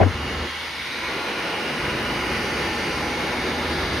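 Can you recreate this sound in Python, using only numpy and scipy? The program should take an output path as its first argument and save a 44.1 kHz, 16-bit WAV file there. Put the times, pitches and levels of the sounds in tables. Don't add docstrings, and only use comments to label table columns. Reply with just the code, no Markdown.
import sys
import numpy as np
from scipy import signal
from scipy.fft import rfft, irfft
from scipy.io import wavfile
from scipy.ndimage import uniform_filter1d

SR = 44100
rng = np.random.default_rng(int(sys.argv[2]) if len(sys.argv) > 2 else 0)


def log_audio(samples):
    frames = np.atleast_2d(samples).T
    limited = np.clip(frames, -1, 1)
    pcm = np.round(limited * 32767).astype(np.int16)
    wavfile.write(sys.argv[1], SR, pcm)


N = 176400

# f/Hz, relative level/dB
AIR_SPECTRUM = [(20, -46), (38, -28), (50, -12), (65, -1.5), (104, -6.5), (135, -0.5), (180, -3), (225, 1),
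                (255, 0.5), (289, -2.5), (357, 2), (420, -3.5), (470, -1), (560, -4.5), (660, -7.5),
                (770, -6.5), (840, -2.5), (920, -5.5), (1030, -4.5), (1160, -9), (1330, -6.5), (1410, -7),
                (1620, -8), (1880, -8), (2040, -5), (2120, -6), (2210, -3.5), (2370, -9), (2440, -8),
                (2580, -11.5), (2750, -10), (2950, -11.5), (3200, -15), (3940, -15.5), (4330, -16.5),
                (5100, -18.5), (6000, -22), (6600, -25.5), (7200, -34), (7900, -65), (8300, -45),
                (8700, -30), (9700, -30), (11500, -35), (13000, -35), (13500, -51), (15600, -54)]
# f/Hz, correlation
AIR_LIKENESS = [(30, .99), (70, .993), (130, .996), (200, 1), (310, 1), (420, .995), (470, .98), (560, .76),
                (680, .84), (810, .74), (1040, .9), (1300, .78), (1480, .8), (1950, .76), (2150, .93),
                (2350, .8), (2550, .8), (2850, .3), (3300, .5), (4300, .5), (6100, .74), (7800, .85),
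                (8800, .3), (12500, .24)]
# f/Hz, left minus right/dB
AIR_LEAN = [(60, 0), (500, 0), (1600, 0), (3170, -.4), (4500, .3), (9000, -.4), (13000, 0)]
AIR_DB, SETTLED_S = -25.5, 2.0
PATCH_DB, FLUTTER_DB = 0.58, 0.42


def rushing_air(size=2048):
    hop = size // 4
    t, hz = np.arange(N // hop + 2) * hop / SR, np.fft.rfftfreq(size, 1 / SR)
    a, b, c, d, patches = np.moveaxis(rng.standard_normal((len(t), len(hz), 5)), -1, 0)
    patches = unit_rms(uniform_filter1d(uniform_filter1d(patches, size=8, axis=0), size=24, axis=1))
    flutter = unit_rms(uniform_filter1d(rng.standard_normal(len(t)), size=5))[:, None]
    likeness, lean_db = at_pitch(AIR_LIKENESS, hz), at_pitch(AIR_LEAN, hz)
    mid = np.sqrt((1 + likeness) / 2) * (a + 1j * b)
    side = np.sqrt((1 - likeness) / 2) * (c + 1j * d)
    spectra = np.array([(mid + side) * amp(lean_db / 2), (mid - side) * amp(-lean_db / 2)])
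    spectra /= np.sqrt((1 + likeness) / 2)
    colour_db = at_pitch(AIR_SPECTRUM, hz) + roar_swell(t, hz)
    colour_db += rack_reflections(t, hz) + room_ripple(t, hz)
    spectra *= amp(colour_db + PATCH_DB * patches + FLUTTER_DB * flutter)
    air = signal.istft(spectra, nperseg=size, noverlap=size - hop, time_axis=1, freq_axis=2)[1][:, :N]
    return amp(AIR_DB) * air / air.mean(0)[round(SETTLED_S * SR):].std()


BAND_CENTRES = [80, 170, 380, 950, 2100, 2800, 3600, 5500]
# t/s, level/dB at 80 Hz
LOW_BAND = [(.17, -36), (.27, -37), (.45, -38), (.48, -54), (.98, -52), (1.04, -40), (1.16, -48),
            (1.65, -52), (1.9, -38), (2.3, -39), (3.3, -41), (3.8, -35.5)]
# t/s, level/dB at 170, 380 and 950 Hz
MID_BANDS = [(0.15, -39.5, -37, -38), (0.28, -36, -33.5, -38), (0.45, -41, -34.5, -35.5),
             (0.5, -54, -46, -40.5), (0.86, -45, -46, -41.5), (0.97, -44.5, -39.5, -39),
             (1.15, -46, -33, -35.5), (1.55, -39.5, -32.5, -33), (1.8, -35.5, -32.5, -34.5),
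             (2.4, -34.5, -30, -34.5), (3.2, -36, -32, -33), (3.8, -34.5, -30.5, -34)]
# t/s, level/dB at 2.1, 2.8, 3.6 and 5.5 kHz
HIGH_BANDS = [(0.08, -38.5, -41, -46, -47.5), (0.3, -35.5, -39, -44, -45.5), (0.7, -36.5, -40, -41.5, -44),
              (1.05, -33, -40, -41, -43.5), (1.4, -35, -34, -42.5, -42.5), (1.9, -33.5, -34, -44, -42.5),
              (2.3, -32.5, -34, -44, -40), (2.8, -33, -36, -42.5, -40), (3.3, -34, -37, -41, -41),
              (3.9, -33.5, -39, -38.5, -41.5)]


def roar_swell(t, hz):
    settled = np.linspace(SETTLED_S, N / SR)
    change_db = []
    for times, *levels in map(np.transpose, (LOW_BAND, MID_BANDS, HIGH_BANDS)):
        for db in levels:
            change_db.append(np.interp(t, times, db) - np.interp(settled, times, db).mean())
    blend = [np.interp(np.log(hz + 1), np.log(BAND_CENTRES), band) for band in np.eye(len(change_db))]
    return np.transpose(change_db) @ np.array(blend)


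# f/Hz, line width/Hz, left minus right/dB, left lead/rad
WHINE_TONES = [(77, 1, 0, 0), (1432.3, 5, 0, .2), (1792, 4.5, -2.5, .1), (2864.5, 5, -3, -.1),
               (4668, 2.5, 3.5, -.3), (6718, 3, 0, 0)]
# t/s, then level/dB of each tone above
WHINE_SWELLS = [(.1, -42, -50, -53, -48, -59, -60), (.25, -36, -49, -51, -44.5, -52, -59),
                (.45, -34, -49, -52, -43, -52.5, -58), (.48, -45, -50, -53, -47, -51.5, -57.5),
                (.8, -52, -54, -52, -51, -54, -69), (1.0, -54, -53, -52, -52, -53, -76),
                (1.25, -54, -40, -48, -44.5, -54, -76), (1.75, -52, -40.5, -48, -44, -53, -76),
                (2.15, -55, -39.5, -42, -43.5, -48.5, -76), (2.4, -47, -44, -41.5, -42.5, -46, -76),
                (2.85, -45, -45, -40, -41, -45, -74), (3.2, -46.5, -54, -42.5, -47.5, -48.5, -70),
                (3.7, -37, -48, -42.5, -48.5, -44.5, -70)]


def fan_whines():
    t, whines = np.arange(N) / SR, np.zeros((2, N))
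    times, *levels = np.transpose(WHINE_SWELLS)
    for tone, db in zip(WHINE_TONES, levels):
        whines += amp(np.interp(t, times, db)) * blade_tone(*tone)
    return whines


STEADY_WIDTH_HZ = 9
SPEED_WANDER = 0.000395
TONE_APART, SWAY_RAD, FULL_WIDTH_HZ = .25, .5, 1500


def blade_tone(hz, width_hz, lean_db=0, lead_rad=0):
    def neighbours():
        return unit_rms(drift(width_hz) + 1j * drift(width_hz))

    steady_share = 1 / (1 + (width_hz / STEADY_WIDTH_HZ) ** 2)
    stereo = min(1, hz / FULL_WIDTH_HZ) ** 2
    crowd = unit_rms(neighbours() + TONE_APART * stereo * np.array([neighbours(), neighbours()]))
    beating = np.sqrt(steady_share) + np.sqrt(1 - steady_share) * crowd
    pitch_hz = hz * (1 + SPEED_WANDER * drift(rate_hz=0.94) * min(1, 2000 / hz))
    turns = np.cumsum(pitch_hz) / SR + rng.random()
    stereo_phase = (lead_rad + SWAY_RAD * stereo * drift(rate_hz=0.67)) * np.array([[.5], [-.5]])
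    wave = beating * np.exp(1j * (2 * np.pi * turns + stereo_phase))
    return np.sqrt(2) * wave.real * pan(lean_db)


# f/Hz, settled level/dB, line width/Hz
SLOW_FANS = [(54.5, -48, 4), (250, -48, 7), (345, -48, 20), (367, -52, 14), (469, -46, 14), (848, -49, 22),
             (2202, -55, 20), (2438, -54, 16)]
# f/Hz, settled level/dB, line width/Hz, left minus right/dB, left lead/rad
FAST_FANS = [(3071, -55, 8, 0, 0), (4604, -60, 10, 0, 0), (8441, -59.5, 2, -6.5, 0), (10180, -72, 4, 0, 0),
             (12511, -74, 4, 0, 0), (15332, -60.5, 2, 0, -1.2)]


def hums_and_whistles():
    t, tones = np.arange(N) / SR, np.zeros((2, N))
    for hz, db, *character in SLOW_FANS + FAST_FANS:
        swell_db = roar_swell(t, np.array([hz]))[:, 0]
        tones += amp(db + swell_db) * blade_tone(hz, *character)
    return tones


# t/s, level/dB, time to release/s, bottom f/Hz, top f/Hz
HAND_KNOCKS = [(0, -12, 0.015, 237, 755), (.006, -30, 0.025, 1100, 2710), (0.013, -14, 0.027, 42, 610),
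               (0.027, -19.5, 0.0047, 1040, 1710), (.055, -22, 0.02, 130, 596)]
KNOCK_RISE_S, KNOCK_RELEASE_S = .003, 0.0046
KNOCK_APART = 0.68
BOOM_HZ, BOOM_DB, BOOM_WOBBLE, BOOM_LEAD_RAD = 92, -18.5, .05, 0.22
BOOM_RISE_S, BOOM_HOLD_S, BOOM_DECAY_S = 0.015, 0.07, 0.024


def handling_bump():
    t, knocks = np.arange(N) / SR, np.zeros((2, N))
    for start, db, hold_s, low_hz, top_hz in HAND_KNOCKS:
        age = np.maximum(t - start, 0)
        band = signal.butter(3, [low_hz, top_hz], "bandpass", fs=SR, output="sos")
        rub = signal.sosfilt(band, rng.standard_normal(N) + KNOCK_APART * rng.standard_normal((2, N)))
        knocks += amp(db) * envelope(age, KNOCK_RISE_S, hold_s, KNOCK_RELEASE_S) * unit_rms(rub)
    turns = np.cumsum(BOOM_HZ * (1 + BOOM_WOBBLE * drift(rate_hz=70))) / SR
    boom = unit_rms(np.sin(2 * np.pi * turns + np.array([[BOOM_LEAD_RAD], [0]])))
    boom *= amp(BOOM_DB) * envelope(t, BOOM_RISE_S, BOOM_HOLD_S, BOOM_DECAY_S)
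    return knocks * pan(lean_db=1.5) + boom * pan(lean_db=10)


# t/s, f/Hz, lift/dB
RACK_PEAKS = [
    [(.3, 3250, 0), (.6, 3300, 5.5), (.8, 3430, 2), (1.0, 4030, 3), (1.35, 4080, 4), (1.7, 4120, 2.5),
     (3.4, 3550, 1.5), (3.85, 3440, 2.5)],
    [(.65, 2350, -4), (.95, 2450, 3), (1.15, 2480, 4.5), (1.45, 2620, 1.5), (1.8, 2960, -0.5),
     (2.4, 2900, 1.5), (3, 2900, -1)],
]
PEAK_WIDTH_HZ = 80


def rack_reflections(t, hz):
    lift_db = np.zeros((len(t), len(hz)))
    for times, centre_hz, db in map(np.transpose, RACK_PEAKS):
        offset = (hz - np.interp(t, times, centre_hz)[:, None]) / PEAK_WIDTH_HZ
        lift_db += np.interp(t, times, db)[:, None] * np.exp(-offset ** 2 / 2)
    return lift_db


RIPPLE_DB, RIPPLE_S, RIPPLE_FULL_HZ = 1.6, .7, 900


def room_ripple(t, hz):
    pattern = uniform_filter1d(rng.standard_normal((len(t), len(hz))), size=2, axis=1)
    pattern = unit_rms(uniform_filter1d(pattern, round(RIPPLE_S / t[1]), axis=0, mode="wrap"))
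    return RIPPLE_DB * pattern * np.minimum(hz / RIPPLE_FULL_HZ, 1)


def amp(db):
    return 10 ** (np.asarray(db) / 20)


def unit_rms(x):
    return x / np.sqrt(np.mean(abs(x) ** 2) + 1e-20)


def at_pitch(points, hz):
    f, value = np.transpose(points)
    return np.interp(np.log(hz + 1), np.log(f + 1), value)


def pan(lean_db):
    return amp(np.array([[lean_db], [-lean_db]]) / 2)


def drift(rate_hz):
    hz = np.fft.rfftfreq(N, 1 / SR)
    return unit_rms(irfft(rfft(rng.standard_normal(N)) / (1 + (hz / rate_hz) ** 2), N))


def envelope(age, rise_s, hold_s, decay_s):
    return np.minimum(age / rise_s, 1) * np.exp(-np.maximum(age - hold_s, 0) / decay_s)


def scene():
    return rushing_air() + hums_and_whistles() + fan_whines() + handling_bump()


CEILING, TOP_HZ = .9, 15600


def record(dry):
    rounded = dry / (1 + (dry / CEILING) ** 6) ** (1 / 6)
    lowpass = signal.firwin(1023, TOP_HZ, window=("kaiser", 9), fs=SR)
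    return signal.oaconvolve(rounded, lowpass[None], "same")


dry = scene()
out = record(dry)
log_audio(out)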